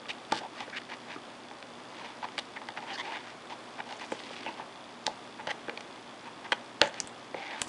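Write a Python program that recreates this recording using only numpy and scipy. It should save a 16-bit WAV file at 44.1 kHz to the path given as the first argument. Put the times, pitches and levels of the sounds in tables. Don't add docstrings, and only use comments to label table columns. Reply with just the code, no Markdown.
import sys
import numpy as np
from scipy import signal
from scipy.fft import rfft, irfft
from scipy.io import wavfile

SR = 44100
rng = np.random.default_rng(int(sys.argv[2]) if len(sys.argv) > 2 else 0)


def master_out(mix):
    frames = np.transpose(np.atleast_2d(mix))
    ceiling = np.clip(frames, -1, 1)
    pcm = np.round(ceiling * 32767).astype(np.int16)
    wavfile.write(sys.argv[1], SR, pcm)


N = 338688
TIME = np.arange(N) / SR
MAINS_HZ = 59.9
RISE_SHARE = 0.6

# (time [s], knock level [dB], knock centre [Hz],
# crack level [dB], treble limit [Hz], after-ring send [dB])
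TAPS = [(0.3216, -31.5, 387, -31, 2060, -10.5), (0.323, -24, 830, -31.5, 2350, -20.5),
        (0.6055, -40.5, 810, -40.5, 2770, -8.5), (0.679, -45, 482, -51, 2500, -18),
        (1.162, -41, 366, -45, 1900, -22), (1.5124, -44, 770, -49, 4000, -24),
        (2.228, -35, 860, -43.5, 3000, -18), (2.251, -37.5, 860, -44, 3000, -20),
        (2.617, -51, 800, -45, 3000, -11), (2.6875, -40, 890, -39.5, 1870, -15),
        (2.774, -38.5, 795, -42, 3500, -10), (4.1207, -30, 530, -42, 3000, -18.5),
        (4.3073, -41.5, 527, -62, 3500, -17), (4.4632, -35.5, 686, -41, 3470, -11.5),
        (4.5976, -40, 730, -47, 3000, -9), (5.066, -36, 796, -47, 3000, -18),
        (5.0766, -29, 680, -43, 3000, -15), (5.396, -43.5, 730, -47.5, 2500, -10),
        (5.4718, -34, 696, -38.5, 2250, -8), (5.683, -35.5, 493, -42.5, 2200, -12),
        (6.5215, -30.5, 527, -26.5, 2240, -24), (6.8158, -22, 663, -21.5, 2480, -11),
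        (7.3442, -33, 527, -42.5, 2700, -15.5), (7.671, -49, 400, -49.5, 3000, -18)]
# (time [s], level [dB], centre [Hz], width [Hz],
# flap crack level [dB], bare push [gain], shiver [gain])
CLICKS = [(5.0667, -28, 4070, 3500, -36, 0.041, 0.019), (6.8161, -19, 3000, 3120, -33, 0.085, 0.0052),
          (7.0021, -29.5, 5860, 3450, -41, 0.058, 0.018), (7.0735, -47, 8000, 2400, -50, 0.03, 0.03),
          (7.6175, -27.5, 7700, 3000, -34, 0.72, 0.024)]


def undb(db):
    return 10 ** (np.asarray(db) / 20)


def level(x, db, a=0, b=None):
    return x * undb(db) / np.sqrt(np.mean(x[a:b] ** 2) + 1e-20)


def resonate(x, hz, width):
    hz = min(hz, SR * .45)
    w = 2 * np.pi * hz / SR
    a = np.sin(w) * width / hz / 2
    return signal.lfilter([a, 0, -a], [1 + a, -2 * np.cos(w), 1 - a], x)


def highpass(x, hz):
    return signal.sosfilt(signal.butter(2, hz, "high", fs=SR, output="sos"), x)


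def lowpass(x, hz):
    return signal.sosfilt(signal.butter(2, min(hz, SR / 3), fs=SR, output="sos"), x)


def coloured(points):
    hz, db = np.transpose(points)
    f = np.maximum(np.fft.rfftfreq(N, 1 / SR), 1)
    return irfft(rfft(rng.standard_normal(N)) * undb(np.interp(np.log(f), np.log(hz), db)), N)


def walk(rate, count):
    return np.interp(TIME[:count] * rate, np.arange(count // 20), rng.standard_normal(count // 20))


def add(out, start, x):
    i = max(int(start * SR), 0)
    out[i:i + len(x)] += x[:max(N - i, 0)]


def buzz(db=-60.3, scatter_db=1.1, second_gain=0.31, lag_cycles=0.31, spark_s=0.00031):
    cycle, phase = np.divmod(TIME * MAINS_HZ, 1)
    sizes = undb(scatter_db * rng.standard_normal((int(cycle[-1]) + 1, 2)))[cycle.astype(int)]
    first, second = (np.exp(-((phase - lag) % 1) / MAINS_HZ / spark_s) for lag in (0, lag_cycles))
    sputter = (sizes[:, 0] * first + second_gain * sizes[:, 1] * second) * rng.choice([-1, 1], N)
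    rings = (resonate(sputter, 3470, 240) + 0.5 * resonate(sputter, 4710, 680)
             + 0.16 * resonate(sputter, 8360, 2000))
    return level(resonate(rings, 3500, 3400), db)


def room_tone(air_db=-47.5, waver_db=.5):
    # (frequency [Hz], relative density [dB])
    air_curve = [(15, -60), (25, -30.5), (85, -22.5), (115, -16), (197, -10), (241, -4.5), (391, -6),
                 (422, -8), (545, -6.5), (759, -6), (1170, -8), (1360, -11.5), (2580, -16.5), (3410, -18.5),
                 (11000, -35.5), (14300, -106), (22000, -120)]
    # (multiple of the mains frequency, level [dB])
    harmonics = [(2, -69.5), (4, -62)]
    air = level(coloured(air_curve), air_db) * undb(waver_db * walk(8.4, count=N))
    hum = sum(undb(db) * np.sqrt(2) * np.sin(2 * np.pi * (k * MAINS_HZ * TIME + rng.random()))
              for k, db in harmonics)
    return air + hum + buzz()


def room_echo(x, t60=0.19, wet_db=-19, gap_s=0.011):
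    t = TIME[:SR // 3]
    echo = rng.standard_normal(len(t)) * undb(-60 * t / t60) * (t > gap_s)
    return x + undb(wet_db) * signal.fftconvolve(x, echo / np.sqrt(np.sum(echo ** 2)))[:N]


def desk_shudders(hz=175, width=150, t60=0.22, trim_db=-12.5):
    out, t = np.zeros(N), TIME[:SR // 3]
    for s, knock_db, *_, after_db in TAPS:
        shake = rng.standard_normal(len(t)) * undb(-60 * t / t60)
        rumble = resonate(resonate(shake, hz, width), hz, width)
        add(out, s, level(rumble, knock_db + after_db + trim_db, 0, SR // 20))
    return out


def desk_thuds(hz=90, width=220, tap_send_db=-34, click_send_db=-26.5):
    # (time [s], level [dB])
    rebounds = [(5.111, -56), (7.043, -52), (7.662, -55)]
    out = np.zeros(N)
    thud = resonate(signal.unit_impulse(SR // 10), hz, width)
    thud = level(resonate(thud, hz, 3 * width), 0, 0, SR // 90)
    for s, _, _, crack_db, *_ in TAPS:
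        add(out, s, thud * undb(crack_db + tap_send_db))
    for s, db, *_ in CLICKS:
        add(out, s, thud * undb(db + click_send_db))
    for s, db in rebounds:
        add(out, s, thud * undb(db))
    return out


def box(force, hz, octaves=0.49, neutral_hz=680):
    # (frequency [Hz], width [Hz], gain [dB],
    # tracking of the touch's centre [octaves per octave])
    modes = [(202, 28, 3, 0.063), (330, 100, 6, 0.11), (458, 67, 3, 0), (578, 118, 3.5, 0.2),
             (770, 88, 3.5, 0.0068), (858, 69, 10.5, 0.042), (993, 185, -2.5, 0)]
    ring = 0
    for k, (mode_hz, width, db, tracking) in enumerate(modes):
        gain = (-1) ** k * undb(db) / (1 + (np.log2(mode_hz / hz) / octaves) ** 2)
        ring += gain * resonate(force, mode_hz * (hz / neutral_hz) ** tracking, width)
    return lowpass(ring, 1500)


def flap(force, hz, spread, direct=0.054, cut_hz=1000):
    # (frequency [Hz], width [Hz], gain [dB])
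    modes = [(1214, 110, 22.5), (1566, 350, 21), (1950, 310, 15.5), (2350, 370, 12.5), (2830, 190, 10.5),
             (3400, 1250, 9.5), (4480, 890, 5.5), (5730, 380, -2), (7700, 1200, -1)]
    push = highpass(resonate(force, hz, hz * spread), cut_hz)
    place_db = rng.uniform(-3.5, 3.5, len(modes))
    ring = sum(undb(db + offset_db) * resonate(push, mode_hz, width)
               for (mode_hz, width, db), offset_db in zip(modes, place_db))
    return direct * push + ring


def grip(length, catches_per_s=160, catch_db=1.9, usual_s=0.07):
    depth_db = catch_db * (length / usual_s) ** 0.35
    return undb(depth_db * np.clip(walk(catches_per_s, count=SR), -2, 2))


def bend(x, pitch_share=0.065, turns_per_s=55):
    playhead = np.cumsum(1 + pitch_share * walk(turns_per_s, count=len(x)))
    return np.interp(playhead, np.arange(len(x)), x)


def pad_rubs(hz=350, octaves=0.6):
    # (middle [s], length [s], level [dB])
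    drags = [(2.999, 0.45, -56.5), (4.421, 0.55, -54.5)]
    out = np.zeros(N)
    for middle, length, db in drags:
        pressure = np.sqrt(np.interp(TIME[:SR], [0, length / 2, length], [0, 1, 0]))
        force = pressure * grip(length) * rng.standard_normal(SR)
        rub = bend(box(force, hz, octaves))
        add(out, middle - length / 2, level(rub, db, 0, int(length * SR)))
    return out


def crackles(scatter_db=4, spread=0.44):
    # (start [s], length [s], level [dB], centre [Hz], rate [ticks/s])
    runs = [(0.353, 0.036, -60, 8150, 700), (3.889, 0.31, -63.5, 5900, 130),
            (4.115, 0.015, -51.5, 7300, 1500), (4.17, 0.29, -53.5, 3220, 90),
            (2.379, 0.013, -51.5, 8150, 1800), (2.931, 0.09, -60, 5960, 250),
            (6.518, 0.011, -50, 8200, 1500), (6.822, 0.07, -52, 6500, 600)]
    out, t = np.zeros(N), TIME[:SR // 2]
    for start, length, db, hz, rate in runs:
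        breaks = (rng.random(len(t)) < rate / SR) * (t < length)
        sizes = undb(scatter_db * np.minimum(rng.exponential(size=len(t)), 3))
        ticks = breaks * sizes * rng.choice([-1, 1], len(t))
        ring = resonate(resonate(ticks, hz, hz * spread), hz, hz * spread)
        add(out, start, level(ring, db, 0, int(length * SR)))
    return out


def squeaks(swell=0.12, spread=0.18):
    # (middle [s], length [s], lower mode [Hz], its level [dB],
    # upper mode [Hz], its level [dB], glide of both [octaves])
    squeals = [(0.104, 0.021, 2320, -40, 3000, -42, 0.013), (0.751, 0.05, 1700, -45.5, 2250, -47, 0.19),
               (0.776, 0.023, 2020, -42.5, 2840, -43, 0.13), (2.572, 0.017, 1995, -40, 2620, -71, 0.023),
               (2.921, 0.093, 1754, -51, 2975, -49.5, -0.06), (2.947, 0.032, 1670, -46, 4660, -45, 0.042),
               (2.998, 0.043, 1950, -40.5, 3430, -42.5, 0.037), (3.152, 0.045, 1970, -45, 3400, -53, 0.11),
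               (4.476, 0.029, 1790, -57, 2490, -42, 0.021), (5.504, 0.03, 1836, -41, 2950, -45, 0.12),
               (7.452, 0.19, 2155, -49, 3450, -58.5, -0.14), (7.553, 0.12, 1640, -51, 3570, -60, 0.052)]
    out = np.zeros(N)
    for middle, length, low_hz, low_db, high_hz, high_db, glide in squeals:
        along = np.minimum(TIME[:SR] / length, 1)
        pressure = np.interp(along, [0, RISE_SHARE, 1], [0, 1, 0]) ** swell
        for hz, db in (low_hz, low_db), (high_hz, high_db):
            slips = lowpass(rng.standard_normal(SR) + 1j * rng.standard_normal(SR), hz * spread / 2)
            phase = 2 * np.pi * np.cumsum(hz * 2 ** (glide * (along - .5))) / SR
            squeal = pressure * grip(length) * np.real(slips * np.exp(1j * phase))
            add(out, middle - length / 2, level(squeal, db, 0, int(length * SR)))
    return out


def scrapes(slips_per_s=1000, scatter_db=3, swell=0.37, hiss_gain=0.14, narrow_octaves_per_db=0.0343):
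    # (peak time [s], length [s], rasp level [dB], rasp centre [Hz],
    # hollow rub level [dB])
    strokes = [(0.104, 0.032, -38, 3180, -48), (0.371, 0.068, -40.5, 3600, -66),
               (0.436, 0.06, -53, 1950, -42.5), (0.606, 0.095, -45.5, 2350, -54),
               (0.749, 0.078, -52, 2120, -57), (0.775, 0.028, -37, 2640, -62),
               (0.927, 0.064, -42.5, 2250, -46), (1.132, 0.085, -44.5, 2490, -49.5),
               (2.049, 0.24, -49, 2660, -49), (2.245, 0.028, -43.5, 2530, -35.5),
               (2.394, 0.014, -35, 3560, -50), (2.566, 0.018, -43.5, 2300, -48.5),
               (2.779, 0.028, -42, 2080, -48), (2.837, 0.04, -49.5, 2380, -42.5),
               (2.92, 0.095, -43.5, 2420, -42.5), (2.953, 0.027, -50, 4400, -63),
               (3, 0.044, -46.5, 3900, -41.5), (3.06, 0.06, -44, 2390, -43.5),
               (3.142, 0.11, -42.5, 2320, -43), (3.265, 0.2, -51, 2540, -57),
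               (3.521, 0.045, -47, 2540, -42), (3.795, 0.024, -44.5, 2000, -40.5),
               (3.918, 0.115, -49, 2880, -45.5), (4.032, 0.07, -43.5, 2360, -44.5),
               (4.155, 0.41, -63.5, 6700, -86), (4.29, 0.5, -56.5, 3700, -74),
               (4.378, 0.5, -50.5, 2800, -72), (4.484, 0.04, -52, 2400, -41), (4.604, 0.06, -50, 2150, -49),
               (5.065, 0.008, -42, 3500, -48), (5.404, 0.028, -47.5, 1850, -46),
               (5.508, 0.037, -38, 2590, -39.5), (6.268, 0.076, -50.5, 2430, -48.5),
               (6.459, 0.028, -44.5, 1770, -44.5), (6.527, 0.014, -32.5, 2630, -34),
               (6.853, 0.073, -43.5, 2220, -38.5), (6.984, 0.076, -48, 2450, -53),
               (7.48, 0.22, -46, 2440, -47), (7.587, 0.092, -47, 2770, -51), (7.659, 0.12, -53, 8650, -80)]
    usual_db = np.median([rasp_db for _, _, rasp_db, *_ in strokes])
    out = np.zeros(N)
    for peak, length, rasp_db, rasp_hz, rub_db in strokes:
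        rise, fall = length * RISE_SHARE, length * (1 - RISE_SHARE)
        pressure = np.interp(TIME[:SR], [0, rise, length], [0, 1, 0]) ** swell
        slips = rng.random(SR) < slips_per_s / SR
        sizes = undb(scatter_db * np.minimum(rng.exponential(size=SR), 4))
        hiss = rng.standard_normal(SR)
        force = pressure * grip(length) * (slips * sizes * np.sign(hiss) + hiss_gain * hiss)
        spread = 0.79 / 2 ** (narrow_octaves_per_db * (rasp_db - usual_db))
        rasp = flap(lowpass(force, 3 * rasp_hz), rasp_hz, spread)
        rub = bend(box(force, hz=875, octaves=0.7))
        core = int(rise / 2 * SR), int((rise + fall / 2) * SR)
        add(out, peak - rise, level(rasp, rasp_db, *core) + level(rub, rub_db, *core))
    return out


def twangs():
    # (frequency [Hz], gain [dB], t60 [s])
    modes = [(860, -9, 0.06), (1475, -6, 0.04), (1700, -3, 0.028), (2050, -4, 0.04), (2450, -3, 0.03),
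             (3220, 4, 0.035), (4140, -2.5, 0.024)]
    # (time [s], level [dB])
    releases = [(5.0665, -42.5), (6.5208, -30.5), (6.5274, -34)]
    out, t = np.zeros(N), TIME[:SR // 8]
    ring = sum((-1) ** k * undb(db - 60 * t / t60) * np.sin(2 * np.pi * hz * t)
               for k, (hz, db, t60) in enumerate(modes))
    for s, db in releases:
        add(out, s, level(ring, db, 0, SR // 90))
    return out


def nail_clicks(shiver_s=0.0087):
    out, t = np.zeros(N), TIME[:SR // 12]
    for s, db, hz, width, _, bare, shiver in CLICKS:
        force = shiver * rng.standard_normal(len(t)) * np.exp(-t / shiver_s)
        force[0] += 1
        ring = resonate(resonate(force, hz, width), hz, width)
        add(out, s, level(ring + bare * force, db, 0, SR // 90))
    return out


def strike(out, s, crack_db, crack_hz, limit_hz, knock_db, knock_hz, after_db, torn_db=0):
    drag_s, crumble_s = 0.0013, 0.0017
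    shiver_rise_s, shiver_t60, shiver_trim_db = 0.0017, 0.23, -1
    t, release = TIME[:SR // 4], SR // 120
    since = t - t[release]
    attack = release, release + SR // 90
    fibres, shiver = rng.standard_normal((2, len(t)))
    drag = 0.077 * np.exp(-abs(since) / drag_s)
    crumble = 0.14 * undb(torn_db) * np.exp(-abs(since) / crumble_s)
    fibres *= np.where(since < 0, drag, crumble)
    push = 1. * (since == 0)
    contact = lowpass(push + fibres, limit_hz)
    crack = level(flap(contact, crack_hz, spread=0.99), crack_db, *attack)
    knock = level(box(push + 0.38 * fibres, knock_hz), knock_db, *attack)
    scatter = resonate(shiver, hz=650, width=2600)
    scatter *= undb(-60 * t / shiver_t60) * (1 - np.exp(-t / shiver_rise_s))
    scatter *= undb(after_db + shiver_trim_db) / np.sqrt(np.sum(scatter ** 2))
    after_ring = signal.fftconvolve(crack + knock, scatter)[:len(t)]
    add(out, s - t[release], crack + knock + after_ring)


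def edge_snaps(click_crack_hz=3000, click_limit_hz=6500):
    # (time [s], crack level [dB], crack centre [Hz], treble limit [Hz])
    snaps = [(0.057, -47.5, 2000, 3500), (0.103, -43, 2500, 4500), (0.313, -47, 2500, 4500),
             (0.699, -47.5, 3180, 5000), (0.8168, -48, 1830, 4000), (1.6268, -44.5, 2560, 5000),
             (2.2866, -48.5, 2520, 4000), (2.3801, -33, 2240, 5500), (2.3886, -34, 3300, 6500),
             (3.8039, -38, 2190, 3400), (3.9252, -43, 3000, 6000), (3.9965, -50, 3520, 7000),
             (4.202, -48, 3200, 6000), (4.4056, -58, 3000, 5000), (5.476, -40.5, 2600, 5000),
             (5.507, -37.5, 3000, 9000), (5.5132, -39.5, 3320, 6000), (5.6953, -36, 3050, 3800),
             (5.7751, -39, 3020, 3550), (5.8075, -46, 4030, 7040), (6.5275, -33.5, 2000, 3200),
             (6.942, -45.5, 2900, 6000)]
    click_cracks = [(s, db, click_crack_hz, click_limit_hz) for s, _, _, _, db, *_ in CLICKS]
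    out = np.zeros(N)
    for s, db, hz, limit_hz in snaps + click_cracks:
        strike(out, s, db, hz, limit_hz, knock_db=db - 6.5, knock_hz=680, after_db=-36, torn_db=5)
    return out


def taps(usual_crack_hz=1950, octaves_per_db=0.5):
    usual_db = np.median([crack_db for _, _, _, crack_db, *_ in TAPS])
    out = np.zeros(N)
    for s, knock_db, knock_hz, crack_db, limit_hz, after_db in TAPS:
        crack_hz = usual_crack_hz * 2 ** (octaves_per_db * (crack_db - usual_db))
        strike(out, s, crack_db, crack_hz, limit_hz, knock_db, knock_hz, after_db)
    return out


def scene():
    hits = taps() + edge_snaps() + nail_clicks() + twangs() + desk_thuds() + desk_shudders()
    friction = scrapes() + squeaks() + crackles() + pad_rubs()
    return (room_echo(hits + friction) + room_tone())[None]


def record(dry, ceiling=.95, top_hz=11000):
    clipped = np.clip(dry, -ceiling, ceiling)
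    rounded = signal.sosfilt(signal.butter(6, top_hz - 100, fs=SR, output="sos"), clipped)
    return signal.sosfilt(signal.ellip(10, .2, 70, top_hz, fs=SR, output="sos"), rounded)


dry = scene()
out = record(dry)
master_out(out)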